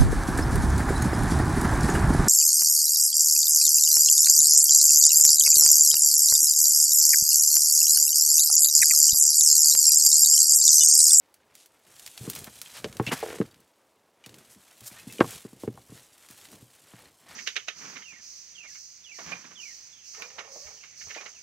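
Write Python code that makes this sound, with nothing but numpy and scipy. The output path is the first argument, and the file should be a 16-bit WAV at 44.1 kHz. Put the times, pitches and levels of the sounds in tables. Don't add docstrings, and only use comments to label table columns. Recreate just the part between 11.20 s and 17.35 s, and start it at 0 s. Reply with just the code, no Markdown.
import sys
import numpy as np
from scipy import signal
from scipy.fft import rfft, irfft, next_fast_len
from scipy.io import wavfile
from scipy.ndimage import uniform_filter1d

SR = 44100
rng = np.random.default_rng(int(sys.argv[2]) if len(sys.argv) > 2 else 0)


def transcribe(signal):
    frames = np.atleast_2d(signal).T
    limited = np.clip(frames, -1, 1)
    pcm = np.round(limited * 32767).astype(np.int16)
    wavfile.write(sys.argv[1], SR, pcm)


N = 271215
T = np.arange(N) / SR
AGE = np.arange(SR // 4) / SR
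TAP = (AGE == 0) * 1.0


def undb(db):
    return 10 ** (np.asarray(db) / 20)


def unit(x):
    return x / np.sqrt(np.mean(x ** 2))


def peak(x):
    return x / np.abs(x).max()


def held(x, length_s):
    return x * np.sqrt(length_s * SR) / np.linalg.norm(x)


def fade(t60_s):
    return np.exp(-np.log(1000) * AGE / t60_s)


def band(x, lo_hz, hi_hz, order=2):
    hi_hz = np.clip(hi_hz, 60, 0.47 * SR)
    lo_hz = min(lo_hz, 0.9 * hi_hz)
    sos = signal.butter(order, [lo_hz, hi_hz], "band", fs=SR, output="sos")
    return signal.sosfilt(sos, x)


def colour(x, points):
    hz, db = np.transpose(points)
    size = next_fast_len(N, True)
    bins_hz = np.maximum(np.fft.rfftfreq(size, 1 / SR), 1)
    gain = undb(np.interp(np.log(bins_hz), np.log(hz), db))
    return unit(irfft(rfft(x, size) * gain, size)[:N])


def ring(modes):
    y = sum(undb(db) * fade(t60_s) * np.cos(2 * np.pi * hz * AGE) for hz, db, t60_s in modes)
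    return y / np.linalg.norm(y)


def scatter(t60_s, db):
    y = rng.standard_normal(len(AGE)) * fade(t60_s) * (1 - fade(0.0098))
    return undb(db) * y / np.linalg.norm(y)


def grains(per_s, spread_db, size):
    strength = undb(spread_db * np.minimum(rng.exponential(size=size), 4.5))
    breaks = rng.random(size) < per_s / SR
    return unit(breaks * strength * rng.choice([-1, 1], size))


def walk(rate_hz):
    k = max(int(SR / rate_hz), 1)
    steps = np.repeat(rng.standard_normal(N // k + 1), k)
    return uniform_filter1d(steps, k)[:N]


def add(track, start_s, sound):
    i = max(int(start_s * SR), 0)
    track[i:i + len(sound)] += sound[:N - i]


def slide(length_s, rise_s, release_s, per_s):
    onset = 1 - np.exp(-AGE / rise_s)
    release = np.exp(-np.maximum(AGE - length_s, 0) / release_s)
    return onset * release * grains(per_s, 2.0, size=len(AGE))


# start_s, thud_level_db, thud_pitch_hz, soil_level_db, clack_level_db, clack_pitch_hz
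STONE_KNOCKS = [(1.008, -40, 280, -35.5, -59, 1500), (1.076, -27, 310, -41.5, -41, 1200),
                (1.274, -39.5, 260, -56, -36, 1500), (1.644, -25.5, 467, -44.5, -22, 3970),
                (1.658, -29.5, 476, -54, -38, 3000), (1.798, -18, 323, -24.5, -16, 1130),
                (1.811, -22.5, 383, -45, -50, 1200), (1.869, -31.5, 259, -31, -54, 1200),
                (1.917, -27.5, 420, -46, -23.5, 2220), (1.927, -23.5, 243, -62, -18.5, 1200),
                (2.028, -21.5, 680, -62, -29, 1300), (2.202, -14, 324, -32, -39, 1300),
                (2.214, -23, 397, -56, -26.5, 1460), (3.065, -45.5, 283, -52.5, -49, 2000),
                (3.617, -47.5, 237, -47.5, -52, 1500), (3.714, -46, 247, -54, -65, 1500),
                (3.87, -32.5, 246, -45, -58, 1500), (3.993, -24.5, 400, -56, -38.5, 1200),
                (4.005, -17, 220, -29, -21, 2780), (4.0078, -7.5, 439, -27.5, -5.5, 1330),
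                (4.044, -41, 600, -56, -25, 980), (4.25, -31.5, 324, -49, -45.5, 1200),
                (4.33, -40.5, 300, -57, -50.5, 1200), (4.435, -28, 417, -47, -33, 900),
                (4.477, -20.5, 351, -32.5, -35.5, 1470), (4.576, -60, 298, -52, -36, 960),
                (4.695, -48.5, 333, -47, -51.5, 1200), (4.721, -38, 289.5, -49, -49, 990),
                (5.102, -46.5, 260, -61.5, -55, 1190), (5.33, -45, 260, -63, -45, 1500),
                (5.423, -49.5, 255.5, -48, -62, 1200), (5.736, -42.5, 270, -49.5, -44, 1500)]
# pitch_hz, relative_level_db, t60_s
BOULDER_MODES = [(213, -8.5, 0.073), (447, 3, 0.06), (785, -8, 0.11), (1045, -3.5, .05), (1090, 2, 0.043),
                 (1320, -26, 0.031), (1810, 2, .05), (2220, 5, .04), (2850, 15, 0.0092)]
SOIL_HZ, SOIL_T60_S = 119.4, 0.15


def knocks(rows):
    out = np.zeros(N)
    soil = peak(np.sin(2 * np.pi * SOIL_HZ * AGE) * fade(SOIL_T60_S) * (1 - fade(0.02)))
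    body = TAP + undb(-11) * ring(BOULDER_MODES)
    for start_s, thud_db, thud_hz, soil_db, clack_db, clack_hz in rows:
        thud = band(body + scatter(0.071, -1.5), thud_hz / 1.97, thud_hz * 1.213, order=3)
        clack = band(body + scatter(0.043, -1), 650, clack_hz * 1.163)
        sound = undb(thud_db) * held(thud, 0.0032)
        sound = sound + undb(clack_db) * held(clack, 0.00081)
        add(out, start_s, sound + undb(soil_db) * soil)
    return out


JUDDER_START_S, JUDDER_END_S = 2.045, 2.185
JUDDER_PER_S, JUDDER_UNEVEN = 50, 0.17
JUDDER_DB, JUDDER_FADE_DB_PER_S = -29.5, 54
JUDDER_HZ, JUDDER_SAG_HZ_PER_S = 590, 630
JUDDER_CLACK_DB, JUDDER_SOIL_DB = -4, -37
JUDDER_CLACK_SPREAD_DB, JUDDER_CLACK_HZ = 4, 2090


def judder():
    rows = []
    for age in np.arange(0, JUDDER_END_S - JUDDER_START_S, 1 / JUDDER_PER_S):
        late, hard = rng.standard_normal(2)
        start_s = JUDDER_START_S + age + JUDDER_UNEVEN * late / JUDDER_PER_S
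        thud_db = JUDDER_DB - JUDDER_FADE_DB_PER_S * age
        thud_hz = JUDDER_HZ - JUDDER_SAG_HZ_PER_S * age
        clack_db = thud_db + JUDDER_CLACK_DB + JUDDER_CLACK_SPREAD_DB * hard
        rows.append((start_s, thud_db, thud_hz, thud_db + JUDDER_SOIL_DB, clack_db, JUDDER_CLACK_HZ))
    return rows


# start_s, length_s, level_db, pitch_ratio (to the pebble below)
STONE_CLINKS = [(1.46, 0.012, -47.5, 1.17), (1.867, 0.0069, -28, 0.99), (1.876, 0.017, -35, 1.07),
                (1.912, 0.0027, -33.5, 0.62), (2.262, 0.0039, -57, 1.72), (2.313, 0.0034, -56, 1.7),
                (3.04, 0.014, -50.5, 1.08), (3.768, 0.0071, -48, 0.68), (3.79, 0.023, -52.5, .95),
                (3.899, 0.0031, -43, 0.97), (3.984, 0.0014, -36, 1.08)]
# pitch_hz, relative_level_db, t60_s
PEBBLE_MODES = [(1910, -1.5, 0.035), (2207, 8.5, 0.043), (2430, -6, .03), (2750, -2.5, .055),
                (2705, 8.5, 0.096), (2930, -0.5, 0.018), (3510, -5, 0.066), (4270, -10, 0.076),
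                (5400, -3.5, .04), (6200, -7.5, 0.034), (7550, -10, .04)]


def clinks():
    out = np.zeros(N)
    for start_s, length_s, db, pitch in STONE_CLINKS:
        contacts = 24 * TAP + slide(length_s, 0.00056, 0.0018, per_s=6000)
        modes = [(hz * pitch, mode_db, t60_s / pitch ** 2) for hz, mode_db, t60_s in PEBBLE_MODES]
        stone = ring(modes) + 0.29 * TAP
        sound = band(signal.fftconvolve(contacts, stone), 1600 * pitch, 7000 * pitch)
        add(out, start_s, undb(db) * held(sound, length_s))
    return out


# start_s, level_db (over the first 0.7 ms), centre_hz
TWIG_SNAPS = [(0.1421, -42.5, 6900), (0.3529, -38, 6850), (0.4598, -41.5, 6450), (0.7958, -35, 7140),
              (0.8634, -29, 4700), (0.8757, -32.5, 3730), (0.9772, -29.5, 3400), (1.0996, -18.5, 10000),
              (1.1518, -25, 11100), (1.1621, -28, 3480), (1.2433, -29, 9200), (1.4157, -25, 6440),
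              (1.727, -36, 3370), (1.7689, -32, 4600), (1.8655, -30, 3070), (2.3436, -46, 2580),
              (2.4034, -49.5, 10100), (3.0621, -33.5, 3930), (3.0932, -40.5, 3200), (3.1425, -39, 3450),
              (3.1856, -42, 5900), (3.607, -38, 8860), (3.9249, -33, 6460), (4.1492, -35.5, 6040),
              (5.0874, -40, 4540), (5.11, -37, 8550), (5.2537, -39, 2580)]


def snaps(rows):
    out = np.zeros(N)
    for start_s, db, hz in rows:
        octaves = rng.uniform(-0.81, 1, size=8)
        stem = ring([(min(hz * 2 ** octave, SR / 3), 0, 0.025) for octave in octaves])
        crack = TAP + scatter(0.01, 3.1) + scatter(0.081, 0) + undb(-9.5) * stem
        crack = band(crack, hz / 2.77, hz * 2.18, order=1)
        add(out, start_s, undb(db) * held(crack, 0.0007))
    return out


TWIGS_PER_S, TWIG_HZ = 27, 5960
TWIG_OVER_LEAVES_DB, TWIG_SPREAD_DB = 8.5, 5.5


def twigs():
    when, size, pitch = rng.uniform(0, 1, size=(int(TWIGS_PER_S * N / SR), 3)).T
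    start_s = when * N / SR
    leaves_db, _ = effort(start_s)
    db = leaves_db + TWIG_OVER_LEAVES_DB + TWIG_SPREAD_DB * (2 * size - 1)
    return zip(start_s, db, TWIG_HZ * 2 ** (2 * pitch - 1))


# start_s, length_s, level_db, low_edge_hz, high_edge_hz
STONE_SKIDS = [(0.337, 0.11, -58.5, 2470, 10400), (1.009, 0.1, -48.5, 100, 396),
               (1.263, 0.024, -49.5, 507, 1970), (1.54, 0.049, -45.5, 586, 6040),
               (1.867, 0.031, -38.5, 130, 472), (1.868, 0.025, -37, 1900, 3530),
               (1.912, 0.024, -29, 428, 2220), (1.916, 0.027, -34.5, 3000, 11900),
               (3.082, 0.13, -58, 109, 417), (3.295, 0.049, -56, 5000, 12000),
               (3.355, 0.039, -57.5, 100, 288), (3.631, 0.061, -50, 3970, 13000),
               (3.659, 0.028, -41, 4960, 13400), (3.763, 0.032, -57, 1300, 4160),
               (3.884, .1, -55, 120, 420), (4.03, 0.029, -39, 90, 300), (4.067, 0.068, -52, 600, 2900),
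               (4.391, 0.065, -55, 2000, 11800), (5.268, 0.13, -59.5, 100, 507),
               (5.719, 0.17, -68.5, 129, 598)]


def skids():
    out = np.zeros(N)
    for start_s, length_s, db, lo_hz, hi_hz in STONE_SKIDS:
        rub = slide(0.82 * length_s, 0.11 * length_s, 0.29 * length_s, per_s=4000)
        add(out, start_s, undb(db) * held(band(rub, lo_hz, hi_hz), length_s))
    return out


# time_s, dry_leaves_level_db, grinding_grit_level_db
HAND_EFFORT = [(0, -80, -74), (0.62, -72.5, -70.5), (0.76, -57.5, -65.0), (0.95, -51.5, -66),
               (1.17, -48.5, -53.5), (1.33, -56.0, -66.5), (1.57, -52.5, -56.5), (1.73, -60.5, -63),
               (1.97, -48, -46.5), (2.17, -54, -53.5), (2.33, -69.5, -67.5), (2.56, -75.5, -75),
               (2.98, -80.5, -74.5), (3.08, -65.5, -64), (3.54, -61.5, -68.0), (3.74, -55.5, -58.5),
               (3.97, -53.5, -64), (4.12, -46, -55.0), (4.3, -62, -67.5), (4.53, -66, -72.5),
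               (4.78, -58.5, -65), (4.901, -63.5, -68), (5.26, -54.5, -63), (5.45, -63.5, -73),
               (5.84, -61.5, -57), (5.98, -67.5, -78.5), (6.1, -59, -53)]
LEAVES_TRIM_DB, GRIT_TRIM_DB = 1.5, 1


def effort(time_s):
    times_s, leaves_db, grit_db = np.transpose(HAND_EFFORT)
    leaves_now_db = np.interp(time_s, times_s, leaves_db) + LEAVES_TRIM_DB
    grit_now_db = np.interp(time_s, times_s, grit_db) + GRIT_TRIM_DB
    return leaves_now_db, grit_now_db


SETTLE_DB, SETTLE_T60_S = -38.5, 0.49


def settling():
    power = np.zeros(N)
    for start_s, thud_db, *_ in STONE_KNOCKS:
        add(power, start_s, undb(thud_db) * fade(SETTLE_T60_S) ** 2)
    return undb(SETTLE_DB) * np.sqrt(power)


def crackle(per_s, spread_db, t60_s):
    decay = np.exp(-2 * np.log(1000) / (t60_s * SR))
    power = signal.lfilter([1], [1, -decay], grains(per_s, spread_db, size=N) ** 2)
    return np.sqrt(power + 1e-12) * rng.standard_normal(N)


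def shifting(x, rate_hz, depth_db):
    out, rest = 0, x
    for hz in 750 * 2 ** np.arange(5):
        low = signal.sosfiltfilt(signal.butter(2, hz, fs=SR, output="sos"), rest)
        out = out + low * undb(depth_db * walk(rate_hz))
        rest = rest - low
    return unit(out + rest)


def chips(count, t60_s, spread_db):
    out = np.zeros(N)
    age = AGE[:SR // 25]
    for when, size, strength in rng.random((count, 3)):
        hz = 900 * 5 ** size
        tick = np.sin(2 * np.pi * hz * age) * fade(t60_s)[:len(age)]
        gain = undb(-spread_db * np.log(max(strength, 0.03)))
        add(out, when * N / SR, gain * tick)
    return unit(out)


def ground_echo(x, mean_lag_s, share):
    lag_s = mean_lag_s * (1 + 0.23 * walk(4))
    return unit(x + share * np.interp(T - lag_s, T, x))


# pitch_hz, level_db
LEAVES_TONE = [(600, -11.5), (1500, -11.5), (3000, -1), (5000, -2.5), (8000, 1), (12000, -3.5),
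               (14500, -8.5), (16000, -19)]
# pitch_hz, level_db
GRIT_TONE = [(200, -38), (500, 3), (900, 3), (1800, 4.5), (3000, -2), (6000, -8), (16000, -41.5)]
# pitch_hz, level_db
ROLLING_TONE = [(25, -29.5), (60, -7.5), (125, -3.5), (250, -8.5), (480, -13), (800, -24.5), (3000, -49)]
ROLL_DB = -7


def handling():
    leaves_db, grit_db = effort(T)
    jerks = walk(45)
    leaves = shifting(colour(crackle(1100, 2.72, 0.034), LEAVES_TONE), 22, 0.92)
    leaves = ground_echo(leaves, 0.0013, share=0.33)
    grit = shifting(colour(crackle(900, 0.89, 0.013), GRIT_TONE), 28, 2.9)
    grit = grit + undb(-12.5) * chips(count=900, t60_s=0.014, spread_db=6.5)
    weight = colour(crackle(420, 1.9, 0.057), ROLLING_TONE) * undb(5.9 * walk(15))
    weight_gain = np.hypot(undb(grit_db + ROLL_DB), settling())
    return (leaves * undb(leaves_db + 1.1 * jerks)
            + grit * undb(grit_db + 1.9 * jerks)
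            + weight * weight_gain)


# pitch_hz, level_db
HUSH_TONE = [(18, -55), (30, -25), (121, -20), (194, -13), (233, -8), (374, -5), (473, -5.5), (844, -8.5),
             (988, -9), (1810, -26), (1960, -25.5), (2170, -20.5), (16000, -32)]
HUSH_DB = -68.5


def woodland():
    return undb(HUSH_DB) * colour(rng.standard_normal(N), HUSH_TONE)


def scene():
    stones = knocks(STONE_KNOCKS) + knocks(judder()) + clinks() + skids()
    stems = snaps(TWIG_SNAPS) + snaps(twigs())
    mono = stones + stems + handling() + woodland()
    return np.array([mono, mono])


def record(dry):
    thinned = signal.sosfilt(signal.butter(2, 45, "high", fs=SR, output="sos"), dry)
    top_cut = signal.ellip(10, 0.2, 80, 15800, fs=SR, output="sos")
    return signal.sosfilt(top_cut, thinned)


dry = scene()
out = record(dry)
transcribe(out)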